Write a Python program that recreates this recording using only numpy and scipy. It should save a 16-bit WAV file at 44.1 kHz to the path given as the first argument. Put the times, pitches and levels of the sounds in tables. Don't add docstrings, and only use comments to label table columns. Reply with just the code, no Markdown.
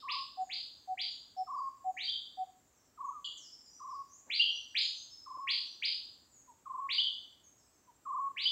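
import sys
import numpy as np
from scipy import signal
from scipy.fft import rfft, irfft
from scipy.io import wavfile

SR = 44100
rng = np.random.default_rng(int(sys.argv[2]) if len(sys.argv) > 2 else 0)


def unload_wav(signal):
    wavfile.write(
        sys.argv[1],
        SR,
        np.round(np.clip(np.atleast_2d(signal).T, -1, 1) * 32767).astype(np.int16),
    )


N = 375291


def from_db(db):
    return 10 ** (np.asarray(db) / 20)


def add(track, s, sound):
    at = max(round(s * SR), 0)
    track[at:at + len(sound)] += sound[:max(N - at, 0)]


def times(length_s):
    return np.arange(int(length_s * SR)) / SR


def envelope(t, attack_s, release_s):
    attack = np.sin(np.pi / 2 * np.clip(t / attack_s, 0, 1))
    release = np.sin(np.pi / 2 * np.clip((t[-1] - t) / release_s, 0, 1))
    return attack * release


def whistle(hz, db, octave_db=-45):
    phase = 2 * np.pi * np.cumsum(hz) / SR
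    tone = np.sin(phase) + from_db(octave_db) * np.sin(2 * phase)
    return np.sqrt(2) * from_db(db) * signal.windows.tukey(len(hz), .1) * tone


def slur(length_s, start_hz, end_hz, db, quaver_hz=0):
    u = np.linspace(0, 1, int(length_s * SR))
    quaver = quaver_hz * np.sin(2 * np.pi * rng.uniform(50, 90) * length_s * u)
    return whistle(start_hz + (end_hz - start_hz) * u + quaver, db - 10 * (2 * u - 1) ** 2)


def echoes(x, trunks, trunk_db, leaves, leaf_db):
    response = from_db(trunk_db) * trunks / np.linalg.norm(trunks)
    response += from_db(leaf_db) * leaves / np.linalg.norm(leaves)
    return signal.fftconvolve(x, response)[:N]


def forest(x, direct, trunk_db, trunk_t60_s, leaf_db, leaf_t60_s):
    t = times(1.3)
    trunks = rng.standard_normal(len(t)) * (rng.random(len(t)) < 900 / SR)
    trunks *= from_db(-60 * t / trunk_t60_s) * (t > .003)
    leaves = rng.standard_normal(len(t)) * from_db(-60 * t / leaf_t60_s) * (1 - np.exp(-t / .02))
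    return direct * x + echoes(x, trunks, trunk_db, leaves, leaf_db)


# (frequency [Hz], relative density [dB])
AIR_SPECTRUM = [(22, -19), (40, -5.5), (62, 0.5), (110, 1.5), (165, -4.5), (275, 1), (420, -5.5),
                (1000, -7.5), (3200, -18), (5200, -17.5), (7500, -11), (9700, -26.5), (12500, -21.5),
                (15700, -19.5)]


def air(level_db=-71):
    hz, db = np.transpose(AIR_SPECTRUM)
    colour = from_db(np.interp(np.log(np.fft.rfftfreq(N, 1 / SR) + 1), np.log(hz), db))
    hush = irfft(rfft(rng.standard_normal(N)) * colour, N)
    return from_db(level_db) * hush / hush.std()


# (band centre [Hz], T60 [s])
THICKET_DECAY = [(1700, .36), (2300, 0.3), (3000, 0.51), (4000, 0.58), (5200, 0.56), (8000, 0.77)]


def thicket(x, direct=.42, trunk_db=-6.5, trunk_t60_s=.24, leaf_db=-.5, leaf_build_s=.03):
    t = times(1.2)
    trunks = rng.choice([-1, 1], len(t)) * (rng.random(len(t)) < 500 / SR)
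    trunks = trunks * from_db(-60 * t / trunk_t60_s) * (t > .004)
    white, hz = rfft(rng.standard_normal(len(t))), np.fft.rfftfreq(len(t), 1 / SR)
    centres_hz, t60s = np.transpose(THICKET_DECAY)
    leaves = np.zeros(len(t))
    for one_band, t60_s in zip(np.eye(len(centres_hz)), t60s):
        band_noise = irfft(white * np.interp(hz, centres_hz, one_band), len(t))
        leaves += band_noise * from_db(-60 * t / t60_s)
    leaves *= 1 - np.exp(-t / leaf_build_s)
    return direct * x + echoes(x, trunks, trunk_db, leaves, leaf_db)


def upsweep(length_s, top_hz, db, bend=1.8, tilt_db_per_octave=0):
    start_hz, crest_share = 1458, .92
    throat_hz, throat_width_hz = 2289, 80
    t = times(length_s)
    hz = top_hz - (top_hz - start_hz) * np.abs(1 - t / length_s / crest_share) ** bend
    octaves = np.log2(hz / throat_hz)
    throat_db = 6 * np.exp(-((hz - throat_hz) / throat_width_hz) ** 2) + 21 * np.minimum(octaves, 0)
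    tilt_db = tilt_db_per_octave * np.maximum(octaves - .5, -.5)
    flutter_db = 3.5 * np.interp(t * 400, np.arange(100), rng.standard_normal(100))
    tone = whistle(hz, db + throat_db + tilt_db + flutter_db, octave_db=-35)
    return tone * envelope(t, attack_s=.013, release_s=.0096)


def second_note(low_hz, db, length_s=.035, dip_share=.2, fade_db_per_s=167.5):
    t = times(length_s)
    curl = np.abs((t / length_s - dip_share) / (1 - dip_share)) ** 1.4
    level_db = db + fade_db_per_s * (length_s / 2 - t)
    tone = whistle(low_hz * (1 + .27 * curl), level_db, octave_db=-41.5)
    return tone * envelope(t, attack_s=.008, release_s=.01)


# (time [s], call age [s], top pitch [Hz], sweep level [dB],
# second-note pitch [Hz], second-note level [dB])
CHIRP_TAILS = [(0, 0.27, 5300, -35.5, 3590, -48), (3.243, 0.23, 4805, -32, 2886, -27.5)]


def chirp_tails(sweep_s=.064, second_delay_s=.12):
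    out = np.zeros(N)
    for s, age_s, top_hz, sweep_db, second_hz, second_db in CHIRP_TAILS:
        call = np.zeros(N)
        add(call, 0, upsweep(sweep_s, top_hz, sweep_db))
        add(call, second_delay_s, second_note(second_hz, second_db))
        ring = thicket(call)[int(age_s * SR):]
        t = np.arange(len(ring)) / SR
        add(out, s, ring * envelope(t, attack_s=.004, release_s=.004) ** 2)
    return out


# (time [s], length [s], pitch [Hz], level [dB], cut at warble crests [dB])
WARBLED_TRILLS = [(0.017, 0.22, 1085, -39.5, -2.5), (1.466, 0.23, 1082, -35.5, -1.5),
                  (2.972, 0.15, 1057, -40.5, -8.5), (3.79, 0.24, 1105, -40, 3.5),
                  (5.253, 0.23, 1094, -39.5, 8.5), (6.649, 0.23, 1101, -35.5, 13.5),
                  (8.048, .245, 1101, -32.5, 1.5)]
# (time [s], length [s], start pitch [Hz], end pitch [Hz], level [dB])
LOW_SLURS = [(3.122, 0.091, 1312, 1084, -47), (6.475, 0.054, 1047, 863, -56.5),
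             (7.873, 0.043, 1055, 883, -59.5)]


def triller(warble_hz=24.4, warbling_s=.182, settle_s=.039, drop_s=.018, swell_db_per_s=29):
    out = np.zeros(N)
    for s, length_s, hz, db, cut_db in WARBLED_TRILLS:
        t = times(length_s)
        warble = np.cos(2 * np.pi * warble_hz * t) * np.clip((warbling_s - t) / settle_s, 0, 1)
        swings = 1 + .2 * rng.standard_normal(8)
        depth = .075 * np.interp(t * warble_hz, np.arange(len(swings)), swings)
        drop = .16 * np.exp(-(t / drop_s) ** 4)
        level_db = db - swell_db_per_s * np.maximum(warbling_s - t, 0) - cut_db * np.maximum(warble, 0)
        tone = whistle(hz * (1 + depth * warble + drop), level_db, octave_db=-54)
        add(out, s, tone * envelope(t, attack_s=.044, release_s=.011))
    for s, length_s, start_hz, end_hz, db in LOW_SLURS:
        add(out, s, slur(length_s, start_hz, end_hz, db))
    return forest(out, direct=.82, trunk_db=-12, trunk_t60_s=.36, leaf_db=-19.5, leaf_t60_s=.63)


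def insect(ticks_per_s=11, jitter_s=.0049):
    out = np.zeros(N)
    for beat_s in np.arange(.03, N / SR, 1 / ticks_per_s):
        s = beat_s + rng.normal(0, jitter_s)
        add(out, s, slur(length_s=.032, start_hz=7750, end_hz=7400, db=rng.normal(-74, 2)))
    return forest(out, direct=.79, trunk_db=-8, trunk_t60_s=.24, leaf_db=-7.5, leaf_t60_s=.83)


# (time [s], length [s], top pitch [Hz], level [dB])
RISING_CHIPS = [(0.077, 0.052, 5090, -34), (0.490, 0.057, 4930, -37.5), (0.969, 0.058, 4987, -36),
                (4.743, 0.052, 5000, -27), (5.466, 0.056, 4896, -29), (5.816, 0.047, 4980, -30.5)]
# (time [s], length [s], top pitch [Hz], level [dB])
CHIRP_SWEEPS = [(1.962, 0.11, 4740, -38), (4.293, 0.081, 4770, -32.5), (6.884, .07, 4820, -31.5),
                (8.36, 0.091, 4815, -34)]
# (time [s], lowest pitch [Hz], level [dB])
CHIRP_ENDS = [(2.077, 3115, -32), (4.394, 2762, -22), (6.980, 2953, -25), (8.453, 2990, -25.5)]


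def babblers(aimed_gain=.25):
    sweeps, closing = np.zeros(N), np.zeros(N)
    for s, length_s, top_hz, db in RISING_CHIPS:
        add(sweeps, s, upsweep(length_s, top_hz, db, bend=1.08, tilt_db_per_octave=4))
    for s, length_s, top_hz, db in CHIRP_SWEEPS:
        add(sweeps, s, upsweep(length_s, top_hz, db))
    for s, low_hz, db in CHIRP_ENDS:
        add(closing, s, second_note(low_hz, db))
    throat_lowpass = signal.butter(14, 8700, fs=SR, output="sos")
    voice = signal.sosfilt(throat_lowpass, sweeps + closing)
    return thicket(voice) + aimed_gain * signal.sosfilt(throat_lowpass, closing)


# (time [s], length [s], start pitch [Hz], end pitch [Hz], level [dB])
HIGH_TWITTERS = [(0.398, 0.11, 7170, 6420, -63), (1.09, 0.074, 6970, 6840, -63),
                 (1.367, 0.03, 5316, 5320, -53), (1.543, 0.05, 4820, 4760, -61.5),
                 (1.816, 0.24, 7600, 5690, -68.5), (2.742, 0.092, 5710, 5280, -75),
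                 (3.032, 0.053, 7030, 6250, -63.5), (3.241, 0.033, 7450, 6690, -52.5),
                 (3.37, 0.018, 7900, 5570, -48), (3.399, 0.081, 5950, 4670, -53.5),
                 (3.522, 0.026, 5150, 5520, -48), (3.595, 0.12, 7580, 6620, -65.5),
                 (3.645, 0.029, 5015, 5000, -57), (3.693, 0.081, 5700, 5990, -57.5),
                 (3.868, 0.079, 5840, 4553, -61), (4.073, 0.12, 5640, 7650, -57.5),
                 (4.507, .08, 5670, 6030, -51), (4.809, 0.052, 7410, 6300, -50),
                 (4.934, 0.11, 5980, 6740, -53.5), (5.094, 0.14, 5254, 5180, -51.5),
                 (5.643, 0.067, 5746, 5830, -62), (6.315, 0.085, 7140, 6380, -59.5),
                 (7.432, 0.029, 6750, 6220, -57.5), (7.571, 0.05, 5730, 4910, -67.5)]


def twitterers(quaver_hz=130, near_db=-41.5, flock_gap_s=.2):
    near, scattered = np.zeros(N), np.zeros(N)
    for s, length_s, start_hz, end_hz, db in HIGH_TWITTERS:
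        direct = min(from_db(.7 * (db - near_db)), .98)
        note = slur(length_s, start_hz, end_hz, db, quaver_hz * (1 - direct))
        add(near, s, direct * note)
        add(scattered, s, np.sqrt(1 - direct ** 2) * note)
    for k, (late, high, fall) in enumerate(rng.random((80, 3))):
        start_hz = 7340 + 1400 * (high - .5)
        note = slur(.23, start_hz, end_hz=start_hz - 1114 * fall, db=-77.5, quaver_hz=quaver_hz)
        add(scattered, (k + late) * flock_gap_s, note)
    return near + forest(scattered, direct=0, trunk_db=-3, trunk_t60_s=.2, leaf_db=-2, leaf_t60_s=.78)


# (time [s], level [dB])
HOLLOW_HOOTS = [(0.37, -31), (0.873, -32), (1.363, -31), (1.841, -29.5), (2.37, -32)]


def hooter(pitch_hz=749, sag_hz_per_s=60, length_s=.074):
    out, t = np.zeros(N), times(length_s)
    hz = pitch_hz - sag_hz_per_s * (t - length_s / 2)
    for s, db in HOLLOW_HOOTS:
        add(out, s, whistle(hz, db, octave_db=-54) * envelope(t, attack_s=.048, release_s=.019))
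    return forest(out, direct=.62, trunk_db=-15, trunk_t60_s=.36, leaf_db=-19, leaf_t60_s=.38)


# (time [s], length [s], band centre [Hz], level [dB])
WING_RUSTLES = [(0.393, 0.045, 437, -63.5), (2.092, 0.031, 129, -74), (4.247, 0.092, 483, -64.5),
                (4.418, 0.21, 386, -71), (5.359, 0.029, 291, -61.5)]


def rustles():
    out = np.zeros(N)
    for s, length_s, hz, db in WING_RUSTLES:
        bandpass = signal.butter(2, [hz / 2.2, hz * 2.3], "band", fs=SR, output="sos")
        puff = signal.sosfilt(bandpass, rng.standard_normal(int(length_s * SR)))
        add(out, s, from_db(db) * puff / puff.std() * np.hanning(len(puff)))
    return out


def scene():
    birds = babblers() + chirp_tails() + hooter() + triller() + twitterers()
    return (birds + insect() + rustles() + air())[None]


def record(dry):
    return signal.sosfilt(signal.ellip(10, .1, 80, 15700, fs=SR, output="sos"), dry)


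dry = scene()
out = record(dry)
unload_wav(out)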